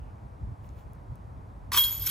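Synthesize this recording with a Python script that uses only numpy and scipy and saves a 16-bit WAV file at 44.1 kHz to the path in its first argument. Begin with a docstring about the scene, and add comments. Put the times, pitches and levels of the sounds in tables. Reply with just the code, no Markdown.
"""A thrown disc hits the chains of a metal basket some way off in an open field.
From the start, wind rumbles on a microphone with two ports (openings for sound). The thrower's
clothes brush softly, then rustle and tick faintly. At about 1.7 seconds the plastic disc thuds
into the chains. The links knock together, so they clatter, jingle and clink, and a moment
later they strike the pole and make it ring."""
import sys
import numpy as np
from scipy import signal
from scipy.fft import rfft, irfft
from scipy.io import wavfile
from scipy.ndimage import uniform_filter1d

SR = 44100
rng = np.random.default_rng(int(sys.argv[2]) if len(sys.argv) > 2 else 0)


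def master_out(mix):
    """Clip the mix to full scale and print it as 16-bit PCM to the path in sys.argv[1]."""
    frames = np.transpose(np.atleast_2d(mix))
    ceiling = np.clip(frames, -1, 1)
    pcm = np.round(ceiling * 32767).astype(np.int16)
    wavfile.write(sys.argv[1], SR, pcm)


N = 92610
HIT_S = 1.7185
JINGLE_PER_S, JINGLE_SPREAD_DB = 220, 0.5

# The disc's firm knocks. Each row: start in seconds, relative level in dB.
FIRM_KNOCKS = [(1.7192, -23.5), (1.7444, -21.5), (1.771, -22.5), (1.781, -22), (1.811, -38)]
# How hard the links jostle. Each row: time in seconds, clatter gain in dB, jingle gain in dB.
JOSTLE = [(1.717, -37, -56), (1.723, -43.5, -55), (1.731, -40, -33), (1.745, -37, -48), (1.765, -39.5, -30),
          (1.775, -34, -26.5), (1.805, -45, -24), (1.879, -48, -38.5), (1.907, -53, -36.5),
          (2.011, -58.5, -43.5), (2.021, -54, -32), (2.049, -53, -42), (2.063, -48.5, -33),
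          (2.073, -41, -37), (2.085, -48.5, -34), (2.1, -40, -34)]


def amp(db):
    return 10 ** (np.asarray(db) / 20)


def unit_level(x):
    """Scale a sound so that its average power is 1."""
    return x / np.sqrt(np.mean(x ** 2) + 1e-20)


def gain_curve(table, column=1):
    """Join a table's dB values with straight lines in time and turn them into a gain."""
    rows = np.array(table)
    return amp(np.interp(np.arange(N) / SR, rows[:, 0], rows[:, column]))


def colour(x, points):
    """Shape the tone. Each point: frequency in Hz, gain in dB."""
    hz, db = np.transpose(points)
    log_hz = np.log(np.fft.rfftfreq(N, 1 / SR) + 1)
    return irfft(rfft(x) * amp(np.interp(log_hz, np.log(hz + 1), db)), N)


def ring(hz, db, fade_s, rise_s=.0004):
    """A struck tone: it swells during the contact, then falls 60 dB in its fade time."""
    t = np.arange(SR // 2) / SR
    onset = 1 - np.exp(-t / rise_s)
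    return onset * amp(db - 60 * t / max(fade_s, .0001)) * np.sin(2 * np.pi * hz * t)


def knocks(per_s, spread_db):
    """Clicks at random times; a wider spread makes a few stand out."""
    size = amp(spread_db * np.minimum(rng.exponential(1, N), 4)) * rng.choice([-1., 1.], N)
    return unit_level(size * (rng.random(N) < per_s / SR))


def after_hit():
    return np.arange(N) >= HIT_S * SR


def wind():
    """Air blows over both ports as slightly patchy noise, and its rumble follows the gusts."""
    # Tone of the noise both ports share. Each row: frequency in Hz, gain in dB.
    shared_tone = [(12, -51), (20, -44), (48, 0.5), (114, -1.5), (151, -11.5), (243, -18), (265, -19.5),
                   (392, -25.5), (491, -26), (534, -28), (581, -26), (962, -27.5), (1390, -36.5),
                   (2430, -44.5), (2720, -50), (12000, -60.5), (16400, -70)]
    # Tone of the noise that pushes one port and pulls the other, with the same columns.
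    opposed_tone = [(12, -65), (20, -20), (36, -9), (65, 3), (128, -7.5), (331, -18.5), (360, -16.5),
                    (403, -14.5), (1080, -12.5), (2880, -47.5), (5330, -58), (7060, -61), (8590, -55),
                    (13800, -65), (16400, -78)]
    # The gusts. Each row: time in seconds, rumble level in dB (steady_db means no change).
    gusts = [(0.0, -40), (0.22, -48), (0.24, -39.5), (0.39, -49.5), (0.44, -32), (0.5, -36.5), (0.52, -37),
             (0.57, -58), (0.6, -44), (0.71, -42), (0.83, -48.5), (0.86, -38), (0.95, -45.5), (1.08, -46),
             (1.11, -36), (1.15, -43), (1.43, -42), (1.44, -48), (1.78, -39.5), (1.81, -46), (1.85, -36.5),
             (1.89, -47.5), (2.02, -39), (2.1, -45)]
    steady_db, rumble_top_hz = -43, 207
    lowpass = signal.butter(2, rumble_top_hz, fs=SR, output="sos")
    frames = N // 256 + 5
    patches = uniform_filter1d(rng.standard_normal((513, frames)), 10, 0)  # smooth across pitch
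    patches = unit_level(uniform_filter1d(patches, 12, 1))  # and across time
    layers = []
    for tone, db in ((shared_tone, -43), (opposed_tone, -53)):
        spectra = rng.standard_normal((frames, 513)) + 1j * rng.standard_normal((frames, 513))
        noise = signal.istft(spectra.T * amp(0.5 * patches), nperseg=1024, noverlap=768)[1][:N]
        air = amp(db) * unit_level(colour(noise, tone))
        rumble = signal.sosfiltfilt(lowpass, air)
        layers.append(air + rumble * (gain_curve(gusts) / amp(steady_db) - 1))
    shared, opposed = layers
    return np.array([shared + opposed, shared - opposed])


def clothes():
    """Moving cloth makes a soft brushing, then a thin rustle and a few dry ticks."""
    # Tone of the rustle. Each row: frequency in Hz, gain in dB.
    cloth_tone = [(1500, 6), (2800, 7), (5000, -1), (7000, 0), (10000, -2), (15000, 2.5), (16500, -10)]
    # Loudness of the rustle. 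Each row: time in seconds, level in dB.
    rustle_levels = [(.2, -99), (.58, -93), (.64, -72), (.7, -73), (.74, -78), (.79, -64.5), (.85, -80),
                     (.9, -93), (2.1, -90)]
    # Ticks and scuffs. Each row: start in seconds, peak level in dB, pitch in Hz.
    ticks = [(.6405, -57, 14500), (0.646, -50, 2600), (.659, -55, 9000), (.6655, -48, 13000),
             (.691, -45.5, 6600), (.6915, -57, 13000), (.778, -58, 2600), (.787, -57, 2900),
             (.934, -40, 12400), (.9505, -55, 11000), (.9535, -55, 11000), (1.118, -58, 13500),
             (1.1566, -42, 11000)]
    rustle = unit_level(colour(knocks(per_s=3000, spread_db=3), cloth_tone)) * gain_curve(rustle_levels)
    brush = signal.fftconvolve(rng.standard_normal(N), ring(hz=2830, db=0, fade_s=0.006))[:N]
    brush_fade = np.clip((0.14 - np.arange(N) / SR) / 0.047, 0, 1)  # gone by 0.14 seconds
    out = rustle + amp(-77) * unit_level(brush) * brush_fade
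    for s, db, hz in ticks:
        tick = ring(hz, 0, fade_s=5.4 / hz, rise_s=1 / SR)
        out[round(s * SR):][:len(tick)] += amp(db) * tick / tick.max()
    return out


def disc():
    """Many small rubbing knocks and a few firm ones make the plastic disc ring."""
    # The disc's own tones. Each row: pitch in Hz, relative level in dB, fade time in seconds.
    tones = [(1037, 1, .07), (1145, -1, .06), (1300, -8, .02), (1700, -8, .025), (2200, -8, .015)]
    # How hard it rubs into the chains. Each row: time in seconds, gain in dB.
    rubbing = [(1.717, -25), (1.721, -34.5), (1.745, -29.5), (1.787, -35), (1.809, -46.5), (1.985, -58),
               (2.1, -56)]
    body = sum(ring(*tone) for tone in tones)
    force = amp(-3.5) * knocks(per_s=710, spread_db=3) * gain_curve(rubbing) * after_hit()
    force /= np.linalg.norm(body)
    for s, db in FIRM_KNOCKS:
        force[round(s * SR)] += amp(db) / 2
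    return signal.fftconvolve(force, body)[:N]


def thud():
    """Each firm knock of the disc also has a faint, dull low part."""
    out = np.zeros(N + SR)
    for s, db in FIRM_KNOCKS:
        hz = 384 * rng.uniform(0.76, 1.294)
        out[round(s * SR):][:SR // 2] += ring(hz, db - 20.5, fade_s=0.054)
    return out[:N]


def clatter():
    """Tiny collisions between links give bright, blurred clicks and short pings."""
    # Tone of the clatter. Each row: frequency in Hz, gain in dB.
    tone = [(700, -9), (1100, -3.5), (2500, -1.5), (5000, 1), (7500, -3.5), (10000, -3.5), (13000, -1),
            (15000, -7), (16500, -19)]
    hits_per_s, click_fade_s = 2500, 0.0097
    t = np.arange(SR // 10) / SR
    click = rng.standard_normal(len(t)) * amp(-60 * t / click_fade_s)
    clicks = signal.fftconvolve(knocks(hits_per_s, spread_db=1), click)[:N]
    pitches_hz = np.linspace(1186, 14970, 40) * rng.uniform(.97, 1.03, 40)
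    pings = np.zeros(N)
    for hz in pitches_hz:
        hits = knocks(hits_per_s / len(pitches_hz), spread_db=1)
        pings += signal.fftconvolve(hits, ring(hz, 0, fade_s=.025))[:N]
    mix = unit_level(clicks) + amp(-8.5) * unit_level(pings)
    return amp(8.5) * unit_level(colour(mix, tone)) * gain_curve(JOSTLE) * after_hit()


def chain_touches():
    """The swinging chains tap at random, as hard as the links jostle."""
    return knocks(JINGLE_PER_S, JINGLE_SPREAD_DB) * gain_curve(JOSTLE, column=2) * after_hit()


def jingle():
    """Each tone of the links is struck again and again while the chains swing."""
    # The links' own tones. Each row: pitch in Hz, relative level in dB, fade time in seconds.
    tones = [(4950, -23, .08), (5071, -20, .15), (5950, -24, .1), (6901, -21, .15), (9140, -11, .1),
             (9330, -13, .08), (11345, -18, .12), (11790, -11, .1), (11895, -12, .1), (11979, 0, .16),
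             (12028, -2, .12), (12072, -6, .12), (12113, -1, .14), (12152, -7, .12), (12826, -4, .15),
             (12873, -8, .1), (13945, -13, .1), (14050, -9, .14)]
    ringing = sum(signal.fftconvolve(chain_touches(), ring(*tone))[:N] for tone in tones)
    strongest_tone = ring(*tones[9])
    return amp(-1) * ringing / np.linalg.norm(strongest_tone)


def clinks():
    """Links clink with a clear pitch, and one strike makes the pole's high tones ring."""
    # Tones of links and pole. Each row: start in seconds, level in dB, pitch in Hz, fade in seconds.
    tones = [(1.7185, -20, 1890, 0.011), (1.7185, -44, 5160, .015), (1.735, -23, 5240, 0.036),
             (1.745, -29, 2270, 0.027), (1.7737, -19, 5540, 0.016), (1.788, -22, 4000, 0.015),
             (1.8387, -25, 9172, .16), (1.8387, -29, 9104, .12), (1.8387, -29, 9250, .1),
             (1.8387, -27, 9400, .06), (1.892, -33, 9200, .04), (2.073, -28, 9250, .04),
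             (1.8375, -27, 3640, .03), (1.839, -29, 4570, 0.015), (1.8386, -24.5, 4140, 0.035),
             (1.845, -39, 5071, 0.42), (1.851, -31.5, 6901, 0.05), (1.92, -34, 6700, 0.043),
             (1.935, -42, 6930, 0.25), (2.011, -45, 5080, 0.14), (2.0655, -25, 5580, 0.024),
             (2.0655, -21, 10540, 0.016), (2.069, -33.5, 2230, 0.028), (2.0725, -23.5, 5600, 0.011),
             (2.0725, -20.5, 6650, 0.011), (1.7308, -28, 12060, .08), (1.7737, -18, 12100, 0.11),
             (1.9087, -25, 11880, 0.068), (2.0209, -25, 12120, 0.046), (2.0605, -23, 12000, 0.047)]
    out = np.zeros(N + SR)
    for s, db, hz, fade_s in tones:
        out[round(s * SR):][:SR // 2] += ring(hz, db, fade_s)
    return out[:N]


def pole():
    """Links hit the pole with a crack and make it ring; light touches keep it ringing."""
    # The pole's own tones. Each row: pitch in Hz, relative level in dB, fade time in seconds.
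    tones = [(3277, 0, .33), (3348, -12, .14), (3390, -17, .1), (3445, -18, .08), (9104, -12, .15),
             (9172, -8, .18), (9206, -13, .15), (9276, -12, .12), (9400, -14, .1), (9615, -18, .1)]
    # Links striking the pole. Each row: start in seconds, gain in dB.
    clanks = [(1.756, -38), (1.7737, -18), (1.7844, -25.5), (1.8381, -29.5), (2.004, -45.5), (2.03, -47),
              (2.08, -41)]
    out, t = np.zeros(N + SR), np.arange(SR // 2) / SR
    body = sum(ring(*tone) for tone in tones)
    for s, db in clanks:
        bright_noise = np.diff(rng.standard_normal(len(t) + 1))
        crack = bright_noise * amp(-5) * np.exp(-t / 0.012)
        out[round(s * SR):][:len(t)] += amp(db) * (body + crack)
    light_ringing = signal.fftconvolve(chain_touches(), body / np.linalg.norm(body))[:N]
    return out[:N] + amp(-11) * light_ringing


def ports(x):
    """The two ports hear a sound slightly out of step, each with a little scattered sound."""
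    # How far the left port leads for sound from ahead. Each row: frequency in Hz, phase in radians.
    left_lead = [(0, 0), (1900, .1), (3100, .9), (4400, .85), (5250, 1.45), (7200, 0), (8800, -3.1),
                 (11100, -6.28), (13350, -9.4), (15200, -12.5), (22050, -12.57)]
    scatter_db, scatter_fade_s = -18, 0.079
    hz, lead = np.transpose(left_lead)
    half_shift = np.exp(.5j * np.interp(np.fft.rfftfreq(2 * N, 1 / SR), hz, lead))
    direct = irfft(rfft(x, 2 * N) * np.array([half_shift, half_shift.conj()]), 2 * N)[:, :N]
    t = np.arange(SR // 20) / SR
    scatter = rng.standard_normal((2, len(t))) * amp(-60 * t / scatter_fade_s)
    scatter *= amp(scatter_db) / np.linalg.norm(scatter[0])
    return direct + signal.fftconvolve(x[None], scatter, axes=1)[:, :N]


def scene():
    """The basket with its bass cut, the thud and the clothes reach the ports; wind adds on top."""
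    basket = disc() + clatter() + jingle() + pole() + clinks()
    bass_cut_hz = 906
    thin_basket = signal.sosfilt(signal.butter(4, bass_cut_hz, "high", fs=SR, output="sos"), basket)
    return ports(thin_basket + thud() + clothes()) + wind()


def record(dry):
    """Cut away the very highest treble."""
    top_hz = 15900
    lowpass = signal.firwin(255, top_hz, window=("kaiser", 9), fs=SR)
    return signal.oaconvolve(dry, lowpass[None], "same")


dry = scene()
out = record(dry)
master_out(out)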